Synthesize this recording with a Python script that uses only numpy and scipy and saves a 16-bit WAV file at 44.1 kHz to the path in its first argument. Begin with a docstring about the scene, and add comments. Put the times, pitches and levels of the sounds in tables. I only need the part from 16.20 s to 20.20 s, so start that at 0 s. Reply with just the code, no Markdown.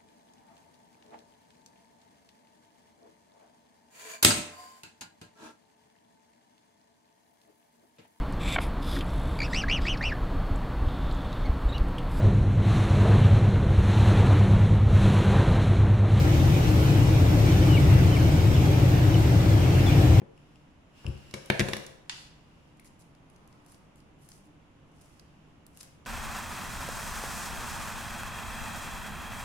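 """Poultry house with fans

Ventilation fans run steadily in a long shed: a deep rumble, duct resonances, wavering hums.
Air hisses through, partly straight from the left, with thin machinery whines above it.
The flock peeps softly and scratches the litter; nearby chicks give a few faint falling peeps.
Each peep is a sagging whistle; the hall adds a diffuse echo."""
import sys
import numpy as np
from scipy import signal
from scipy.fft import rfft, irfft
from scipy.io import wavfile
from scipy.ndimage import uniform_filter1d

SR = 44100
rng = np.random.default_rng(int(sys.argv[2]) if len(sys.argv) > 2 else 0)


def file_out(sig):
    """Save sig as 16-bit WAV at sys.argv[1]."""
    # one column per channel
    cols = np.atleast_2d(sig).T
    # limit, then scale
    lim = np.clip(cols, -1, 1)
    pcm = np.round(lim * 32767).astype(np.int16)
    wavfile.write(sys.argv[1], SR, pcm)


N = 176400

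# Fan rumble spectrum: freq_hz, relative_density_db
RUMBLE_SPECTRUM = [(15, -42), (28, -30), (38, -29), (52, -10.5), (62, -10.5), (76, -2), (102, -0.5),
                   (120, -0.8), (136, -1.55), (160, -9), (180, -10.5), (195, -17), (232, -20.5),
                   (252, -16.5), (280, -15), (298, -12), (320, -11.5), (345, -16), (400, -20.5), (490, -23),
                   (560, -24), (640, -26), (800, -27.5), (1000, -34), (1400, -39.5), (3000, -74)]
# Rumble balance: freq_hz, left_minus_right_db
RUMBLE_BALANCE = [(100, 1.6), (300, 1.5), (420, 3), (680, 7.5), (900, 2.5), (1400, 0)]
# Rumble common to both sides: freq_hz, power_share
RUMBLE_COHERENCE = [(80, .99), (200, 0.95), (320, 0.89), (420, 0.62), (560, 0.67), (800, 0.62),
                    (1100, 0.068)]
# Swell of the rumble's deep boom: time_s, gain_db
BOOM_GAIN = [(0, -.5), (.55, -.5), (1.05, 0), (1.22, -3), (1.37, 3.5), (1.45, .5), (1.55, 3.5), (1.87, 4.5),
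             (1.955, -7), (2.0, 1.5), (2.33, 2), (2.6, -2.5), (2.74, 1), (2.9, -2), (3.25, .5), (3.65, -1),
             (3.82, 0), (3.92, 3), (4, 3.5)]
# Swell of the roar above the boom: time_s, gain_db
ROAR_GAIN = [(0, -.5), (.85, 0.5), (1.4, 1.1), (2.1, -0.2), (2.7, 0), (3.5, 0.3), (3.82, 2.2), (4, 0.5)]
# Fan and motor tones: pitch_hz, level_db, wander_rms_hz
FAN_TONES = [(44.2, -35, .5), (103.55, -27, 1.78), (136.7, -34, 1.31), (176.7, -38, 1.01),
             (250.3, -44.5, 1.1), (306.7, -40.5, 1.72), (564.5, -50, 2.1)]
# Air rush spectrum: freq_hz, relative_density_db
AIR_SPECTRUM = [(300, -10.5), (800, 0.5), (1200, 0.5), (1600, -0.1), (1800, -1.5), (2300, .2), (3000, -2.5),
                (3400, -3.5), (4200, -6), (4900, -8.5), (5300, -8), (6200, -8.5), (7300, -13.5),
                (8200, -12), (9800, -19), (11500, -15.5), (13200, -13.5), (15500, -18)]
# Air rush balance: freq_hz, left_minus_right_db
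AIR_BALANCE = [(1200, 4.5), (2200, -1.8), (3700, 1), (4700, -4), (6000, -4), (7600, 0.5), (9400, -0.5),
               (10500, 5), (13000, 3), (15500, 1)]
# Swell of the air rush: time_s, gain_db
AIR_GAIN = [(0, -.2), (.65, 0.7), (.95, -0.5), (1.35, 1.2), (1.8, -0.24), (2.75, -0.5), (3.5, -0.4),
            (3.72, 1.3), (4, 0)]
# Machinery whines: centre_hz, level_db, width_hz
WHINE_BANDS = [(3769, -60.5, 25), (5330, -64.5, 220), (6568, -66.5, 28), (7770, -66.5, 35),
               (13420, -62, 105)]
# Near chick calls: start_s, length_s, pitch_hz, level_db, drop_share, rise_db,
# left_minus_right_db, echo_db
NEAR_PEEPS = [(1.3, .04, 3110, -46, 0, 2, -2, -5), (1.473, .115, 3100, -34.3, .17, 11, 6, -8),
              (1.905, .076, 3130, -34.3, .22, 16, 4, -10), (2.336, .045, 3520, -42, .2, 4, 2, -5),
              (2.939, .02, 3010, -37, 0, 0, .5, -10), (3.66, .034, 3490, -37, 0, 1, 5, -7),
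              (3.688, .026, 2440, -43, 0, -2, 3, 4)]


def amp(db):
    """Decibels to gain."""
    return 10 ** (np.asarray(db) / 20)


def unit(x):
    """Scale to rms 1."""
    return x / np.sqrt(np.mean(np.abs(x) ** 2) + 1e-20)


def freqs():
    """Bin frequencies of a full-length spectrum."""
    return np.fft.rfftfreq(N, 1 / SR)


def per_bin(table):
    """Table interpolated to the bins on a log-frequency axis."""
    freq_hz, value = np.transpose(table)
    return np.interp(np.log(freqs() + 1), np.log(freq_hz + 1), value)


def swell(table):
    """Gain per sample from a level curve."""
    return amp(np.interp(np.arange(N) / SR, *np.transpose(table)))


def sides(pan_db):
    """Stereo gains for a left-minus-right level."""
    gains = amp(np.array([[pan_db], [-pan_db]]) / 2)
    return gains / np.sqrt(np.mean(gains ** 2, 0))


def add(mix, start_s, sound):
    """Mix in a stereo sound."""
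    part = mix[:, max(round(start_s * SR), 0):][:, :sound.shape[1]]
    part += sound[:, :part.shape[1]]


def filtered(x, bin_gain):
    """Zero-phase filter."""
    return irfft(rfft(x) * bin_gain, N)


def lowpass(x, cutoff_hz):
    """Steep low-pass."""
    return filtered(x, 1 / (1 + (freqs() / cutoff_hz) ** 8))


def drift(rate_hz):
    """Slow random motion, rms 1."""
    return unit(filtered(rng.standard_normal(N), np.exp(-(freqs() / rate_hz) ** 2) * (freqs() > 0)))


def noise_pair(spectrum, balance, coherence, left_lead_s=0):
    """Coloured stereo noise with a part common to both sides."""
    f = freqs()
    common, left, right = np.exp(2j * np.pi * rng.random((3, len(f))))
    shared = np.array([common, common * np.exp(-2j * np.pi * f * left_lead_s)])
    bins = np.sqrt(coherence) * shared + np.sqrt(1 - coherence) * np.array([left, right])
    return unit(irfft(bins * amp(per_bin(spectrum)) * sides(per_bin(balance))[:, 0], N))


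def rumble(level_db=-18, split_hz=200):
    """Blade turbulence booms in ducts and shed; the boom surges more than the roar above it."""
    noise = amp(level_db) * noise_pair(RUMBLE_SPECTRUM, RUMBLE_BALANCE, per_bin(RUMBLE_COHERENCE))
    boom = lowpass(noise, split_hz)
    return boom * swell(BOOM_GAIN) + (noise - boom) * swell(ROAR_GAIN)


def hums(waver_rate_hz=3, waver_db=2, pan_db=3):
    """Blade and motor tones waver in the draught."""
    out = np.zeros(N)
    for pitch_hz, level_db, wander_hz in FAN_TONES:
        turns = np.cumsum(pitch_hz + wander_hz * drift(waver_rate_hz)) / SR + rng.random()
        out += amp(level_db + waver_db * drift(waver_rate_hz)) * np.sqrt(2) * np.sin(2 * np.pi * turns)
    return out * sides(pan_db)


def patchy(noise, depth_db=1.5, width_hz=260, life_s=.06, frame=512):
    """Narrow patches of a noise come and go independently."""
    bins = signal.stft(noise, nperseg=frame)[2]
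    field = rng.standard_normal(bins.shape[1:])
    for axis, cells in enumerate((width_hz * frame / SR, life_s * SR / (frame / 2))):
        field = uniform_filter1d(field, max(round(cells), 1), axis)
    return unit(signal.istft(bins * amp(depth_db * unit(field)), nperseg=frame)[1][:, :N])


def air(level_db=-36, flutter_db=.27, flutter_hz=35, direct_share=.27, left_lead_s=.00041):
    """Rushing air, partly straight from the left, swells, flutters and shifts in colour."""
    gain = amp(level_db + flutter_db * drift(flutter_hz)) * swell(AIR_GAIN)
    return gain * patchy(noise_pair(AIR_SPECTRUM, AIR_BALANCE, direct_share, left_lead_s))


def whines():
    """Narrow, fuzzy machinery tones."""
    out = np.zeros((2, N))
    for centre_hz, level_db, width_hz in WHINE_BANDS:
        peak = 1 / (1 + (2 * (freqs() - centre_hz) / width_hz) ** 2)
        out += amp(level_db) * unit(filtered(rng.standard_normal((2, N)), peak))
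    return out


def peep(length_s, pitch_hz, level_db, drop_share, rise_db, pan_db,
         sag_hz_per_s=3200, break_lead_s=.022, break_width_s=.006, fade_s=.007, overtone_db=-26):
    """A chick's whistle sags; with a drop, it breaks to a lower, rougher closing note."""
    t = np.arange(0, length_s, 1 / SR)
    remaining_s = t[-1] - t
    jitter, flutter = unit(uniform_filter1d(rng.standard_normal((2, SR)), size=120))[:, :len(t)]
    fall = (drop_share > 0) * (.5 + .5 * np.tanh((break_lead_s - remaining_s) / break_width_s))
    glide_hz = pitch_hz * (1 - drop_share * fall + .011 * jitter) - sag_hz_per_s * t
    phase = 2 * np.pi * np.cumsum(glide_hz) / SR
    tone = np.sqrt(2) * (np.sin(phase) + amp(overtone_db) * np.sin(2 * phase))
    fades = np.minimum(t / fade_s, 1) * np.minimum(remaining_s / fade_s, 1)
    break_dip = 1 - .5 * np.sin(np.pi * fall) ** 2
    roughness = 1 + (.24 + .35 * fall) * flutter
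    gain = amp(level_db - rise_db * remaining_s / t[-1])
    return sides(pan_db) * gain * fades * break_dip * roughness * tone


def shed_echo(x, t60_s=1, build_s=.017):
    """Diffuse echo of the long hall."""
    t = np.arange(SR) / SR
    tail = rng.standard_normal((2, SR)) * np.exp(-np.log(1000) * t / t60_s) * np.minimum(t / build_s, 1)
    return signal.fftconvolve(x, tail / np.linalg.norm(tail[0]), axes=1)[:, :N]


def flock(rate_per_s=13, pitch_hz=2654, spread_db=9, echo_db=-47.5, direct_db=-56.5):
    """Distant chicks peep at random, heard mostly as echo."""
    calls = np.zeros((2, N))
    for when, long, high, loud, drop, side in rng.random((int(rate_per_s * N / SR), 6)):
        call = peep(.04 + .091 * long, pitch_hz * (.75 + .5 * high), spread_db * loud,
                    drop_share=.28 * drop, rise_db=6, pan_db=8 * (side - .5))
        add(calls, when * N / SR, call)
    return amp(echo_db) * unit(shed_echo(calls)) + amp(direct_db) * unit(calls)


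def cheeps(rate_per_s=20, pitch_hz=5330, max_db=-56):
    """Tiny high cheeps scattered over the floor."""
    out = np.zeros((2, N))
    for when, long, high, loud, side in rng.random((int(rate_per_s * N / SR), 5)):
        call = peep(.015 + .02 * long, pitch_hz * (.97 + .06 * high), max_db - 5 * loud,
                    drop_share=0, rise_db=0, pan_db=8 * (side - .5))
        add(out, when * N / SR, call)
    return out


def rustle(rate_per_s=320, level_db=-60.5, centre_hz=5000, width_oct=.51, grain_s=.0025):
    """Small feet scratch the litter in loose clumps."""
    hits = rng.random((2, N)) < rate_per_s / SR
    size_db = 3 * np.minimum(rng.exponential(1, (2, N)), 3)
    clump_db = 3.5 * np.tanh(drift(rate_hz=9.2))
    steps = hits * amp(size_db + clump_db)
    steps = steps + .5 * steps[::-1]  # each step also reaches the other side
    envelope = signal.lfilter([1], [1, -np.exp(-1 / (grain_s * SR))], steps)
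    band = np.exp(-.5 * (np.log2((freqs() + 1) / centre_hz) / width_oct) ** 2)
    return amp(level_db) * unit(filtered(envelope * rng.standard_normal((2, N)), band))


def near_chicks():
    """A few close peeps, each with its share of hall echo."""
    direct, echo_send = np.zeros((2, 2, N))
    for start_s, *voice, echo_db in NEAR_PEEPS:
        call = peep(*voice)
        add(direct, start_s, call)
        add(echo_send, start_s, amp(echo_db) * call)
    return direct + shed_echo(echo_send)


def scene():
    """Birds, machinery and air."""
    birds = flock() + near_chicks() + cheeps() + rustle()
    return rumble() + hums() + air() + whines() + birds


def record(dry, split_hz=220, squeeze_db_per_db=.31, window_s=.029, cutoff_hz=15750):
    """Gentle bass compressor, then a band limit."""
    bass = lowpass(dry, split_hz)
    power = uniform_filter1d(np.abs(signal.hilbert(bass.mean(0))) ** 2, int(window_s * SR))
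    gain = unit((power / power.mean() + .12) ** (-squeeze_db_per_db / 2))
    band_limit = signal.firwin(1023, cutoff_hz, window=("kaiser", 10), fs=SR)
    return signal.oaconvolve(dry + bass * (gain - 1), band_limit[None], "same")


dry = scene()
out = record(dry)
file_out(out)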